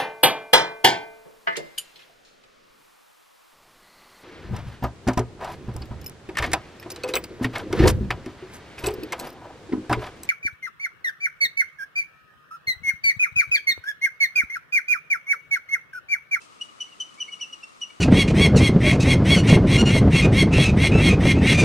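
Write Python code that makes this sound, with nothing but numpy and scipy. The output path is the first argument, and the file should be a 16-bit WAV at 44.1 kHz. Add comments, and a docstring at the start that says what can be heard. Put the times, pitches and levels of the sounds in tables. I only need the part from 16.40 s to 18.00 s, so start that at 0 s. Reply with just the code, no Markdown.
"""A small glass filter is rubbed clean by hand at a table, about five strokes a second.
Each stroke hisses softly and grips the glass in a short stick-slip squeak near 3 kHz
that sags as the finger slows. Lighter contact gives weaker squeaks and lower, rising chirps.
A small room rings behind, over a steady hiss."""
import sys
import numpy as np
from scipy import signal
from scipy.fft import rfft, irfft
from scipy.io import wavfile

SR = 44100
rng = np.random.default_rng(int(sys.argv[2]) if len(sys.argv) > 2 else 0)


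def put_to_file(sound):
    """Save the sound as 16-bit audio at rate SR, in the file named by the first command-line argument."""
    columns = np.atleast_2d(sound).T  # one column per channel
    safe = np.clip(columns, -1, 1)
    whole_steps = np.round(safe * 32767)
    wavfile.write(sys.argv[1], SR, whole_steps.astype(np.int16))


N = 70560  # 1.6 s


def amp(db):
    """Decibels to gain."""
    return 10 ** (np.asarray(db) / 20)


def unit(x):
    """Scales to rms 1."""
    return x / np.sqrt(np.mean(x ** 2) + 1e-20)


def curve(points):
    """Draws a smooth-running curve through the points, over the spectrum on a log-frequency axis."""
    hz, value = np.transpose(points)
    return np.interp(np.log(np.fft.rfftfreq(N, 1 / SR) + 1), np.log(hz + 1), value)


def pan(db):
    """Left and right gains; positive dB leans left."""
    return amp([[db / 2], [-db / 2]])


def add(mix, start, sound, pan_db=0):
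    """Places a sound in the stereo mix."""
    part = mix[:, round(start * SR):][:, :sound.shape[-1]]
    part += (pan(pan_db) * sound)[:, :part.shape[1]]


def flutter(size, corner_hz=430):
    """Smooth random unsteadiness of the grip."""
    hz = np.fft.rfftfreq(8192, 1 / SR)
    spectrum = rfft(rng.standard_normal(8192)) / (1 + (hz / corner_hz) ** 2)
    return unit(irfft(spectrum))[:size]


def noise(colour, likeness, balance_db=0):
    """Stereo noise with a given tone colour, left-right correlation and balance."""
    left, spread = rfft(rng.standard_normal((2, N)))
    right = likeness * left + np.sqrt(1 - likeness ** 2) * spread
    pair = np.array([left * amp(balance_db / 2), right * amp(-balance_db / 2)])
    return unit(irfft(pair * amp(curve(colour)), N))


# Finger slides. Each row: start in seconds, rise and fall in seconds, peak level in dB.
SLIDES = [(.0, .025, 0.048, -52.5), (0.113, 0.016, 0.029, -70), (0.208, .010, 0.03, -48),
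          (0.236, 0.01, 0.037, -56.5), (0.403, 0.0062, .05, -50.5), (.598, 0.0031, 0.051, -49),
          (.735, 0.0085, 0.02, -56.5), (0.779, .01, .03, -58), (0.81, 0.017, 0.052, -55.5),
          (0.873, 0.006, 0.019, -57), (0.919, 0.011, 0.052, -53.5), (0.998, 0.019, 0.056, -54),
          (1.124, .01, 0.033, -54.5), (1.232, .008, 0.013, -53), (1.28, .012, 0.02, -60.5),
          (1.406, 0.0027, 0.042, -53), (1.5, 0.017, 0.034, -72)]
# The bright tone of the friction. Each row: frequency in Hz, relative level in dB.
SLIDE_EQ = [(100, -24), (1500, -13.5), (2500, 0.5), (4000, -1.5), (5500, 1.5), (7000, -1), (9000, 0),
            (10000, -8), (11000, -27.5), (14000, -19.5)]


def rubbing(grain_db=2.5):
    """The finger slides over the glass: a grainy hiss that swells and dies with each stroke."""
    envelope = np.zeros((2, N))
    for start, rise, fall, level_db in SLIDES:
        t = np.arange(0, rise + fall, 1 / SR)
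        stroke = np.interp(t, [0, rise, rise + fall], [0, 1, 0])
        add(envelope, start, stroke * amp(level_db + grain_db * flutter(len(t))))
    return envelope * noise(SLIDE_EQ, likeness=0.23)


# Tone of the background bed. Each row: frequency in Hz, relative level in dB.
HISS_EQ = [(20, -7), (45, -6), (70, -3.5), (110, 2.5), (170, 8), (210, 7.5), (260, 7.5), (400, 5.5),
           (850, 3.5), (1080, 9), (1270, 12.5), (1550, 0.5), (2300, 2.5), (3500, -2), (6000, -5.5),
           (9300, -8), (10200, -16), (11000, -50), (12400, -29), (13200, -18), (14200, -29)]
# Its stereo width. Each row: frequency in Hz, left-right correlation from -1 to 1.
HISS_WIDTH = [(30, 0.35), (100, -0.47), (250, -0.52), (600, -0.41), (1200, -0.8), (2500, -0.16),
              (6000, 0.049), (13000, 0.17)]
# Its lean. Each row: frequency in Hz, left over right in dB.
HISS_PAN = [(60, -2), (300, 1.1), (600, 0.5), (1200, 7.5), (2200, 2), (5000, 1), (9000, 0), (13000, -7.5)]


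def room_hiss():
    """A steady, wide bed of room hiss with a soft hump near 1.2 kHz on the left."""
    return amp(-51) * noise(HISS_EQ, curve(HISS_WIDTH), curve(HISS_PAN))


def slip_phase(hz, jitter=0.0042):
    """Phase of a friction tone whose pitch wavers with the grip."""
    return 2 * np.pi * np.cumsum(hz * (1 + jitter * flutter(len(hz)))) / SR


# The finger catching the glass. Each row: start, rise, hold and release in seconds, top pitch and
# full sag in Hz, level in dB, octave against the fundamental in dB, left over right in dB.
GRIPS = [ (.010, 0.009, 0.0037, 0.012, 2650, 60, -53, -41, -1),
         (0.117, 0.01, 0.0032, 0.02, 2890, 60.5, -64.5, -22, 0),
         (0.2094, 0.0045, 0.011, 0.0046, 2908, 160, -32, -14.5, 1.5),
         (0.4006, 0.0094, 0.012, 0.012, 2990, 276, -31.5, -6, 1.5),
         (0.51, 0.02, 0.0024, 0.022, 2880, 200, -50.5, -24, 1),
         (.598, .009, .012, 0.0099, 3048, 281, -28.5, -5.5, 3),
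         (.721, .008, 0.0022, 0.015, 2920, 80.5, -58.5, -20, 0.5),
         (0.799, 0.01, 0.017, 0.012, 2999, 260, -30.5, -4.5, 2),
         (.911, .026, 0.0029, 0.01, 2949, 89, -35, -10, 2),
         (1.006, 0.0097, 0.011, 0.041, 2953, 249, -32, -3.5, 1.5),
         (1.121, 0.014, 0.0017, .018, 2902, 220, -38, -8.5, 2),
         (1.226, 0.012, 0.0061, 0.017, 2727, 59, -39, -12, 1.5),
         (1.411, 0.011, 0.014, 0.016, 2953, 194, -31, -7, 1.5)]


def squeaks(scoop_hz=65, scoop_s=0.011, sag_s=0.017, shimmer=0.037):
    """Stick-slip tones: each scoops up to pitch, then sags and loses its octave as the grip loosens."""
    mix = np.zeros((2, N))
    for start, rise, hold, release, top_hz, sag_hz, level_db, octave_db, pan_db in GRIPS:
        length = rise + hold + release
        t = np.arange(0, length, 1 / SR)
        scoop = np.maximum(1 - t / scoop_s, 0) ** 2
        slack = 1 - np.exp(-(np.maximum(t - scoop_s, 0) / sag_s) ** 2.4)
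        phase = slip_phase(top_hz - scoop_hz * scoop - sag_hz * slack)
        attack = np.sin(np.pi / 2 * np.minimum(t / rise, 1)) ** 2
        fade = np.clip((length - t) / release, 0, 1) ** 1.66
        swell = attack * fade * (1 + shimmer * flutter(len(t)))
        octave = amp(octave_db - 13 * slack) * pan(-6) * np.sin(2 * phase)  # radiates more to the right
        third_partial = amp(octave_db - 27) * np.sin(3 * phase)
        tone = np.sin(phase) + octave + third_partial
        add(mix, start, np.sqrt(2) * amp(level_db) * swell * tone, pan_db)
    return mix


# Light touches. Each row: start and length in seconds, starting pitch in Hz, level in dB,
# octave against the fundamental in dB.
LOOSE_SLIPS = [(0.195, 0.023, 2660, -52.5, -18), (0.391, 0.02, 2270, -58.5, -18),
               (0.462, 0.041, 2100, -57, -20), (0.768, 0.05, 2173, -47.5, -18.5),
               (0.876, 0.028, 2150, -37, -21), (0.992, 0.02, 2210, -46.5, -14.5),
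               (.998, 0.012, 2620, -52, 1), (1.494, 0.023, 2216, -49, -20)]


def chirps(climb_hz_per_s=5360):
    """Lower, looser slips that climb as the finger gathers speed."""
    mix = np.zeros((2, N))
    for start, length, start_hz, level_db, octave_db in LOOSE_SLIPS:
        t = np.arange(0, length, 1 / SR)
        phase = slip_phase(start_hz + climb_hz_per_s * t)
        swell = np.sin(np.pi * t / length) ** 2
        tone = np.sin(phase) + amp(octave_db) * np.sin(2 * phase)
        add(mix, start, np.sqrt(2) * amp(level_db) * swell * tone)
    return mix


def glass(friction, ring_hz=2830, width_hz=143):
    """The held glass resonates, so tones bloom as their pitch crosses its ring."""
    damping = np.exp(-np.pi * width_hz / SR)
    pole = damping * np.exp(2j * np.pi * ring_hz / SR)
    ring = 2 * signal.lfilter([1 - damping], [1, -pole], friction).real
    return friction + amp(-5) * ring


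# Near reflections. Each row: delay in seconds, left gain, right gain.
REFLECTIONS = [(.0052, 0.081, 0.078), (0.0117, .08, .1), (0.016, .08, .06)]


def room(direct, predelay_s=0.0096, likeness=0.59, shelf_hz=4200, shelf_db=-1.5):
    """A few near reflections, quick scatter from the table top and a short, duller diffuse tail."""
    t = np.arange(SR // 2) / SR
    response = np.zeros((2, len(t)))
    for t60, level_db in (0.3, -12.5), (0.24, -17):  # room tail, table scatter
        left, spread = rng.standard_normal((2, len(t))) * amp(-60 * t / t60) * (t > predelay_s)
        right = likeness * left + np.sqrt(1 - likeness ** 2) * spread
        response += amp(level_db) * np.array([left, right]) / np.linalg.norm(left)
    treble = 1 - 1 / (1 + (np.fft.rfftfreq(len(t), 1 / SR) / shelf_hz) ** 8)
    response = irfft(rfft(response) * amp(shelf_db * treble), len(t))  # the walls swallow some treble
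    for delay, left, right in REFLECTIONS:
        response[:, round(delay * SR)] += left, right
    return signal.fftconvolve(direct, response, axes=1)[:, :N]


def scene():
    """The rubbed glass in its room, over the hiss."""
    direct = glass(squeaks() + chirps()) + rubbing()
    return direct + room(direct) + room_hiss()


def record(dry):
    """A steep high cut near 14 kHz on the whole mix."""
    high_cut = signal.firwin(511, 14050, window=("kaiser", 9), fs=SR)
    return signal.oaconvolve(dry, high_cut[None], "same")


dry = scene()
out = record(dry)
put_to_file(out)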